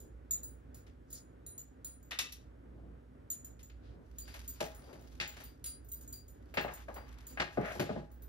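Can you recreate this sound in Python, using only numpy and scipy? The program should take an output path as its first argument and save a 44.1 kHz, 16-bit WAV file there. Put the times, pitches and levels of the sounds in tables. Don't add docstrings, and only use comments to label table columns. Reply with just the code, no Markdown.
import sys
import numpy as np
from scipy import signal
from scipy.fft import rfft, irfft, next_fast_len
from scipy.io import wavfile

SR = 44100
rng = np.random.default_rng(int(sys.argv[2]) if len(sys.argv) > 2 else 0)


def output_pcm(signal):
    pcm = np.clip(np.atleast_2d(signal).T, -1, 1) * 32767
    wavfile.write(sys.argv[1], SR, np.round(pcm).astype(np.int16))


N = 365148
TIME = np.arange(N) / SR
RING_TIME = TIME[:SR // 3]
EDGES = np.geomspace(90, 17000, 19)


def from_db(db):
    return 10 ** (np.asarray(db) / 20)


def rms_one(x):
    return x / np.sqrt(np.mean(x ** 2) + 1e-20)


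def early_level(x, size=882):
    return np.sqrt(np.mean(x[..., :size] ** 2, axis=(0, -1), keepdims=True) + 1e-20)


def at_hz(points, hz):
    points = np.array(points)
    return np.interp(np.log(np.maximum(hz, 1)), np.log(points[:, 0]), points[:, 1])


def add(track, s, sound):
    i = max(0, round(s * SR))
    track[..., i:i + sound.shape[-1]] += sound[..., :N - i]


def band(x, low, high, order=2):
    sos = signal.butter(order, [low, min(high, .48 * SR)], "band", fs=SR, output="sos")
    return signal.sosfilt(sos, x)


def fade(t, t60):
    return np.exp(-np.log(1000) * t / t60)


def onset(t, rise_s):
    return 1 - np.exp(-t / rise_s)


def drift(rate):
    knots = rng.standard_normal(int(N / SR * rate) + 2)
    return np.interp(TIME * rate, np.arange(len(knots)), knots)


def flutter(count, size, rate):
    steps = np.arange(size) / SR * rate
    knots = rng.standard_normal((count, int(steps[-1]) + 2))
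    return np.array([np.interp(steps, np.arange(len(row)), row) for row in knots])


def sparse_impulses(per_s):
    return (rng.random(N) < per_s / SR) * np.minimum(rng.exponential(1, N), 3)


def pair(white, alike):
    alike = np.clip(alike, 0, 1)
    mid = np.sqrt((1 + alike) / 2) * white[0]
    side = np.sqrt((1 - alike) / 2) * white[1]
    return np.array([mid + side, mid - side])


# (frequency [Hz], coherence [0 to 1])
LIKENESS = [(100, .98), (250, .92), (600, .65), (1500, .3), (4500, .3), (7000, .8), (8500, .99)]


def coloured(spectrum):
    size = next_fast_len(N)
    hz = np.arange(size // 2 + 1) * SR / size
    white = rfft(rng.standard_normal((2, size)))
    shaped = pair(white, at_hz(LIKENESS, hz)) * from_db(at_hz(spectrum, hz))
    return rms_one(irfft(shaped, size)[:, :N])


# (frequency [Hz], t60 [s])
ROOM_T60 = [(100, 0.17), (600, 0.33), (2000, 0.34), (6000, 0.26), (14000, 0.16)]


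def kitchen(x, gap_s=0.0086):
    t, echo = RING_TIME, 0
    for low, high in zip(EDGES, EDGES[1:]):
        hz = np.sqrt(low * high)
        noise = pair(rng.standard_normal((2, len(t))), at_hz(LIKENESS, hz))
        echo = echo + band(noise * fade(t, at_hz(ROOM_T60, hz)) * (t > gap_s), low, high)
    echo = echo / np.sqrt(np.sum(echo ** 2) / 2)
    return signal.fftconvolve(x[None], echo, axes=1)[:, :N]


def rattling_tone(hz, t, rattle_per_s=220, wobble_rad=.55):
    wobble = wobble_rad * flutter(count=1, size=len(t), rate=rattle_per_s)[0]
    return np.sin(2 * np.pi * hz * t + wobble)


# (time [s], then relative levels [dB] of flat charm, long charm, small charm,
# link and contact scuff)
JINGLES = [(0.002, -61.5, -75, -68, -87, -74), (0.309, -37, -64, -88, -78, -59.5),
           (0.318, -40.5, -72, -78, -85, -68), (0.432, -51, -61, -70, -52, -75.5),
           (0.744, -64, -71, -83, -71, -69), (1.103, -65, -67.5, -65, -70, -75),
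           (1.128, -49, -65, -73, -69, -67), (1.464, -54, -55, -66, -79, -72.5),
           (1.579, -50, -75, -73, -75, -69.5), (1.846, -49, -54, -67, -57, -65.5),
           (2.028, -67, -88.5, -93, -94, -86), (3.302, -40, -65, -88, -81, -62.5),
           (3.446, -53, -81, -60, -93, -72.5), (3.63, -60, -96, -83, -90, -75.5),
           (4.184, -50, -62, -86, -59, -65.5), (4.478, -52, -69, -48, -98, -67),
           (4.65, -76, -75, -62, -71, -72), (4.747, -66, -73, -76, -67, -72.5),
           (5.009, -76.5, -81, -85, -75, -100), (5.276, -54, -74, -69, -53, -81),
           (5.438, -79, -74, -55, -77, -74), (5.641, -56, -51, -88, -77, -56.5),
           (5.66, -49, -52, -88, -62, -61), (5.846, -88, -97, -68, -83, -83),
           (5.887, -70, -86, -59, -72, -80), (5.917, -57, -62.5, -47, -67, -71.5),
           (6.01, -66.5, -86, -60, -79, -72.5), (6.077, -57, -76, -65, -82, -81),
           (6.126, -53.5, -62.5, -54, -61, -68.5), (6.281, -66.5, -82, -66, -94, -79),
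           (6.541, -65, -74, -61, -70, -69), (6.61, -63, -77, -65, -57, -71),
           (6.737, -60, -71, -55, -88, -67.5), (6.942, -64.5, -71, -69, -58, -70),
           (7.268, -54.5, -68, -59, -65, -69), (7.797, -58, -81, -78, -84, -57),
           (8.115, -84, -92, -72, -69, -82), (8.221, -85, -89, -63, -91, -76)]
# (frequency [Hz], relative level [dB], t60 [s])
FLAT_CHARM = [(3946, -31, .08), (6950, -7, .06), (7002, -.5, .1), (8545, -8, .07), (14250, -4.5, .11)]
LONG_CHARM = [(3965, -17, .07), (4059, -15, .085), (9685, 0, .24)]
SMALL_CHARM = [(6790, -15, .1), (8300, -11, .07), (8530, -7, .07), (14490, -1, .12), (14680, -7, .09)]
LINK = [(15638, 0, .2)]
SCUFF_HZ, CLICK_HZ, TICK_HZ = (3600, 6500), (1300, 3600), (8000, 13500)
WRIST_PLACES = 6


def bracelet(ring_db=9.0, room_db=-3.0, vary_db=0.5, rise_s=0.0005, chatter_db=-13.0,
             scuff_db=16.0, click_db=12.5, tick_db=16.5, contact_t60=0.077):
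    places, t = np.zeros((WRIST_PLACES, N)), RING_TIME
    pieces = (FLAT_CHARM, LONG_CHARM, SMALL_CHARM, LINK)
    for k, (s, *levels_db, contact_db) in enumerate(JINGLES):
        clink = 0
        for level_db, modes in zip(levels_db, pieces):
            for hz, mode_db, t60 in modes:
                gain = from_db(level_db + mode_db + ring_db + vary_db * rng.standard_normal())
                clink = clink + gain * fade(t, t60) * rattling_tone(hz, t)
        contact = from_db(contact_db) * rng.standard_normal(len(t)) * fade(t, contact_t60)
        clink = clink + from_db(scuff_db) * band(contact, *SCUFF_HZ, order=3)
        clink = clink + from_db(click_db) * band(contact, *CLICK_HZ)
        clink = clink + from_db(tick_db) * band(contact, *TICK_HZ)
        clink = clink * onset(t, rise_s)
        place = places[k % WRIST_PLACES]
        add(place, s, clink)
        add(place, s + rng.uniform(0.0074, 0.026), from_db(chatter_db) * clink)
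    return sum(place + from_db(room_db) * kitchen(place) for place in places)


# (time [s], relative level [dB], t60 [s])
CLASP_RINGS = [(0.432, -69, .17), (1.13, -67, .14), (1.846, -69, .2), (4.205, -61.5, 0.66),
               (4.48, -71, 0.62), (4.83, -73, 0.73), (5.45, -62.5, 0.16), (5.661, -51, .19),
               (5.95, -71, 0.18), (6.13, -48, 0.14), (6.96, -65, .3), (7.28, -64, 0.21)]
CLASP_HZ = 4735


def clasp(level_db=1.5, room_db=-6.0, rise_s=.004):
    out, t = np.zeros(N), TIME[:SR]
    for s, db, t60 in CLASP_RINGS:
        envelope = fade(t, t60) * onset(t, rise_s)
        add(out, s, from_db(db + level_db) * envelope * rattling_tone(CLASP_HZ, t))
    return out + from_db(room_db) * kitchen(out)


# (frequency [Hz], relative level [dB])
BLOW_COLOUR = [(110, 2.5), (170, 5), (300, 0.5), (600, 0.5), (1000, -5), (2200, -1.83), (4500, -4.5),
               (11500, -3)]
BASS_CORNER_HZ = 1140
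BASS_SLOPE_DB, TREBLE_SLOPE_DB = 11, 20


def blow_db(blows, hz, per_hz):
    _, strength_db, heft, contact_ms = np.transpose(blows)[:4]
    bass_hz = BASS_CORNER_HZ / 2 ** heft
    treble_hz = 1000 / np.maximum(contact_ms, .02)
    below, above = np.log2(1 + np.array([bass_hz / hz, hz / treble_hz]) ** 4) / 4
    level_db = strength_db + at_hz(BLOW_COLOUR, hz) - per_hz * 10 * np.log10(hz)
    return level_db - BASS_SLOPE_DB * below - TREBLE_SLOPE_DB * above


# (frequency [Hz], t60 [s])
BODY_T60 = [(100, 0.057), (600, 0.11), (2000, 0.18), (6000, 0.0042), (14000, 0.01054)]
CRACK_T60_S, REBOUND_DB = .025, 2.0


def knocks(blows, level_db, room_db, rise_s, crack_db):
    t, sounds = RING_TIME, 0
    white = rng.standard_normal((len(blows), 2, 2, len(t))).transpose(1, 2, 0, 3)
    white = white * from_db(REBOUND_DB * flutter(count=len(blows), size=len(t), rate=290))
    for k, (low, high) in enumerate(zip(EDGES, EDGES[1:])):
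        hz = np.sqrt(low * high)
        body = fade(t, at_hz(BODY_T60, hz))
        room = from_db(room_db) * fade(t, at_hz(ROOM_T60, hz))
        dying = np.hypot(body, room) + from_db(crack_db) * fade(t, CRACK_T60_S)
        noise = pair(white[k % 2], at_hz(LIKENESS, hz))
        shake = band(noise * dying * onset(t, rise_s), low, high)
        gain = from_db(blow_db(blows, hz, 0.99) + level_db) * np.sqrt(high - low)
        sounds = sounds + shake * (gain[:, None] / early_level(shake))
    out = np.zeros((2, N))
    for k, row in enumerate(blows):
        add(out, row[0], sounds[:, k])
    return band(out, 103, 14000)


def ring_modes(blows, modes, level_db, vary_db, room_db):
    out, t = np.zeros(N), RING_TIME
    chance = rng.standard_normal((len(blows), len(modes), 2))
    rings = np.array([fade(t, t60) * np.sin(2 * np.pi * hz * t) for hz, _, t60 in modes])
    strengths_db = np.transpose([blow_db(blows, hz, 0) + mode_db for hz, mode_db, _ in modes])
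    gains = from_db(strengths_db + level_db + vary_db * chance[..., 0]) * np.sign(chance[..., 1])
    for row, gain in zip(blows, gains):
        add(out, row[0], gain @ rings)
    return out + from_db(room_db) * kitchen(out)


# (time [s], relative strength [dB], heft [octaves of bass], contact time [ms])
BOWL_CLINKS = [(2.109, -44.5, 0.06, 0.096), (2.117, -32.5, -1, 0.31), (2.188, -28.5, -1.21, 0.098),
               (2.322, -44, -2, 0.031)]
# (frequency [Hz], relative level [dB], t60 [s])
BOWL = [(1211, -3, .2), (1935, -3, .12), (1975, -5, .11), (2640, -5, .14), (2760, -14, .11),
        (3020, -11, .15), (3431, -8, .11), (3560, -9, .15), (3601, -6.5, .14), (3718, -7.5, .12),
        (3967, -5, .15), (4323, -11, .14), (4490, -15, .2), (4613, -12, .12), (5300, -10, .11),
        (5401, -10, .1), (5475, -10, .15), (5670, -9, .12), (6013, -13, .15), (6207, -14, .15),
        (6794, -13, .17)]


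def glass_bowl():
    contact = knocks(BOWL_CLINKS, level_db=-2.5, room_db=-4.0, rise_s=.0008, crack_db=-2.5)
    return contact + ring_modes(BOWL_CLINKS, BOWL, level_db=-1.3, vary_db=-2.5, room_db=-8.5)


# (relative strength dB, heft octaves, contact ms)
DRAG_S, SLIP, SLIPS_PER_S = (7.63, 7.745), (-49.5, -.3, 0.34), 65


def drag():
    times = DRAG_S[0] + np.cumsum(rng.uniform(.3, 1.7, 40)) / SLIPS_PER_S
    return [(s, *SLIP) for s in times if s < DRAG_S[1]]


# (time [s], relative strength [dB], heft [octaves of bass],
# contact time [ms], added dish ring [dB], relative counter thud [dB])
KNOCKS = [(0.865, -61.5, -0.5, 0.13, -20, -89.5), (3.591, -59, -1, 0.094, -15, -94.5),
          (3.698, -58.5, -1, 0.19, -2, -92), (4.278, -53.5, 0, 0.077, -2, -77.5),
          (4.34, -48.5, 0.4, 0.072, -6.5, -78), (4.604, -36.5, 1, 0.099, -6.5, -46),
          (4.608, -35.5, 1.1, 1.3, 3.5, -57), (4.928, -58, 2.5, 0.067, -6, -57),
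          (5.2, -29.5, -1.5, 0.22, 2, -49.5), (5.209, -34, -.5, 0.18, -1.5, -56),
          (5.367, -52, 1, 0.099, -8, -66), (5.402, -52, 0.5, 0.067, -3, -83),
          (6.54, -47.5, .5, 0.22, 0, -68), (6.571, -29, 0.7, 0.27, -1.5, -37.5),
          (6.584, -27.5, -1.44, 0.35, 3.5, -54), (6.643, -35, 1.13, 0.85, -1.5, -48),
          (6.68, -36.5, 0.5, 0.5, -8, -60), (6.883, -26, -0.52, 1.2, 0, -67),
          (6.961, -39.5, .5, 0.58, -8, -67), (7.374, -32.5, -0.78, 0.53, 3, -52.5),
          (7.399, -27, 0.01, 0.25, -2, -37.5), (7.573, -31, 2.5, 0.92, 2, -36.5),
          (7.612, -39, 1.5, 1.2, 2, -48), (7.706, -45.5, 1, 0.56, -4, -63), (7.753, -42, 2, 0.7, -6.5, -47),
          (7.796, -35.5, 3.5, 0.16, -1.5, -30), (7.892, -39, 3, 0.82, 5, -50),
          (7.961, -42, 3, 0.78, -1, -40.5)]
# (frequency [Hz], relative level [dB], t60 [s])
DISH = [(429.6, -11.5, 0.16), (519, -7.5, 0.056), (577.4, -6, 0.12), (637, -5, 0.13), (704, -11, 0.11),
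        (827, -12, 0.33), (1224, -10.5, 0.11), (1498, -10.5, 0.085), (1653, -3.5, 0.066),
        (1844, -7.5, 0.091), (2123, -4, 0.048), (2474, -6.5, 0.072), (2713, -8.5, 0.11), (3025, -20, 0.13),
        (4180, -20, 0.26), (4470, -16.5, 0.14), (4670, -13, 0.15)]


def cake_dish():
    contact = knocks(KNOCKS, level_db=-3.5, room_db=-5.5, rise_s=0.00099, crack_db=-21.0)
    ringing = [(s, db + ring_db, heft, contact_ms) for s, db, heft, contact_ms, ring_db, _ in KNOCKS]
    return contact + ring_modes(ringing + drag(), DISH, level_db=4.5, vary_db=2.0, room_db=-9.0)


# (frequency [Hz], relative level [dB], t60 [s])
COUNTER = [(154, 3.5, 0.13), (192, 3.5, 0.08), (236, -6, 0.18), (269, -4.5, 0.12), (356, 3, 0.12)]


def counter(level_db=-2.5, room_db=-7.5, rise_s=0.0032):
    out, t = np.zeros(N), RING_TIME
    for s, *_, thud_db in KNOCKS:
        thud = 0
        for hz, db, t60 in COUNTER:
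            tone = np.sin(2 * np.pi * (hz * t + rng.random()))
            thud = thud + from_db(db) * fade(t, t60) * tone
        add(out, s, from_db(thud_db + level_db) * thud * onset(t, rise_s))
    return out + from_db(room_db) * kitchen(out)


# (time of the middle [s], Gaussian half-width [s],
# relative level [dB], centre [Hz], reach to either side [octaves])
RUBS = [(0.02, 0.12, -59, 347, 0.47), (1.16, 0.046, -57, 5600, 0.36), (2.83, 0.13, -54, 210, 0.97),
        (3.889, 0.072, -74, 3300, 0.61), (3.989, 0.077, -55, 213, 0.83), (4.304, 0.046, -61, 2980, 0.71),
        (4.8, 0.22, -65, 1390, 0.56), (4.917, 0.13, -55, 434, 0.74), (5.39, 0.1, -58, 2140, 0.9),
        (6.793, 0.047, -59, 1420, 0.8), (7.143, 0.18, -62.5, 1170, 0.93), (7.675, 0.063, -42.5, 1640, 0.44),
        (7.696, 0.063, -45.5, 626, 0.13), (7.898, 0.1, -53, 1690, 1.18)]


def rubbing(grain_db=-1.0, snags_per_s=35, snag_db=-11.5, snag_t60=0.3, level_db=-2.0):
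    out, t = np.zeros((2, N)), TIME[:SR]
    snags = signal.fftconvolve(sparse_impulses(snags_per_s), fade(t, snag_t60))[:N]
    slips = from_db(grain_db * drift(160)) + from_db(snag_db) * snags
    for s, length, stroke_db, hz, octaves in RUBS:
        start = max(0, s - .5)
        noise = pair(rng.standard_normal((2, len(t))), at_hz(LIKENESS, hz))
        noise = noise * slips.take(int(start * SR) + np.arange(len(t)), mode="wrap")
        friction = rms_one(band(noise, hz / 2 ** octaves, hz * 2 ** octaves))
        swell = np.exp(-((start + t - s) / length) ** 2)
        add(out, start, from_db(stroke_db + level_db) * friction * swell)
    return out


# (time [s], relative level [dB])
RUSTLE_LEVEL = [(4.0, -80), (4.15, -84.5), (4.33, -67), (4.49, -74.5), (5.02, -80.5), (5.41, -77.5),
                (5.73, -102), (6.11, -83), (6.29, -93.5), (6.57, -81), (6.72, -72.5), (7.03, -80.5),
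                (7.48, -73.5), (7.74, -65.5), (7.978, -87), (8.28, -90)]
# (frequency [Hz], relative density [dB per Hz])
RUSTLE = [(300, -39), (1000, 1.5), (2500, 1.5), (6000, 0), (11000, -7.5), (14000, -10.5), (16000, -43)]
CATCH_DB, CATCH_T60, CLUMP_DB = 3, .02, 4


def rustle(level_db=4.5, grain_db=-1.5, rise_s=0.097, catches_per_s=55):
    s, db = np.transpose(RUSTLE_LEVEL)
    grains = from_db(grain_db * drift(400) + CLUMP_DB * drift(22))
    catches = sparse_impulses(catches_per_s) + 1e-18
    catches = signal.lfilter([1], [1, -fade(1 / SR, CATCH_T60)], catches)
    grains = grains + from_db(CATCH_DB) * catches
    moving = np.clip((TIME - s[0]) / rise_s, 0, 1) * from_db(np.interp(TIME, s, db) + level_db)
    return moving * grains * coloured(RUSTLE)


# (frequency [Hz], lead of the left [rad])
PORT_PHASE = [(60, -.2), (200, .6), (600, 1.4), (1300, 1.2), (2100, 2.6), (2700, 2.2), (3900, -.5),
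              (7000, -2.3), (8555, -3.14), (9685, -4.08), (14250, -7.7), (15640, -8.9)]
# (frequency [Hz], left minus right [dB])
BALANCE = [(60, -3), (200, -2), (350, 3), (1200, 4.5), (2500, 2.5), (4700, 3.5), (7500, 0), (15000, 0)]


def ports(x):
    size = next_fast_len(N + SR // 10)
    hz, sides = np.arange(size // 2 + 1) * SR / size, np.array([[.5], [-.5]])
    level = from_db(sides * at_hz(BALANCE, hz))
    phase = np.exp(1j * sides * at_hz(PORT_PHASE, hz))
    return irfft(rfft(x, size) * level * phase, size)[:, :N]


# (time [s], level change [dB])
HUM_LEVEL = [(0, 2.5), (2.0, -5), (2.9, 1.5), (3.15, -8.5), (3.5, 0), (6.7, 2.5), (8.2, 0)]
# (frequency [Hz], relative density [dB per Hz])
ROOM_TONE = [(30, -37.5), (75, -4.5), (115, -2.5), (150, -8.5), (210, -12), (250, -3.5), (330, -10.5),
             (480, -13), (700, -20), (1050, -26), (1500, -25.5), (1800, -30), (3200, -43), (12000, -82)]
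# (frequency [Hz], relative density [dB per Hz])
RUMBLE = [(10, -38.5), (25, -35.0), (42, -17), (58, -3.0), (75, -11.0), (110, -17.5), (300, -52.5), (1000, -120)]
HISS = [(2000, 7.5), (5000, -1), (14000, -8.5), (15800, -21)]
HUM_HZ, HUM_DB, RUMBLE_DB = 58.9, -57.5, -59.5
ROOM_TONE_DB, HISS_DB = -60, -82
FRIDGE_LAG_S = .00056


def background(waver_db=2.5, wander_rad=0.95, breathe_db=1.5):
    hum = np.sqrt(2) * np.sin(2 * np.pi * HUM_HZ * TIME + wander_rad * drift(3.3))
    hum = hum * from_db(HUM_DB + waver_db * drift(4))
    rumble = from_db(RUMBLE_DB) * coloured(RUMBLE)
    swell = from_db(np.interp(TIME, *np.transpose(HUM_LEVEL)))
    fridge = (hum + rumble) * swell * from_db([[-1.8], [1.8]])
    tone = from_db(ROOM_TONE_DB + breathe_db * drift(12.0)) * coloured(ROOM_TONE)
    left, right = fridge + tone * from_db([[-.3], [.3]])
    left = np.interp(TIME - FRIDGE_LAG_S, TIME, left)
    return np.array([left, right]) + from_db(HISS_DB) * coloured(HISS)


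def scene():
    struck = glass_bowl() + cake_dish() + counter()
    return ports(bracelet() + clasp() + struck + rubbing() + rustle()) + background()


def record(dry):
    return signal.sosfilt(signal.ellip(10, .1, 80, 15900, fs=SR, output="sos"), dry)


dry = scene()
out = record(dry)
output_pcm(out)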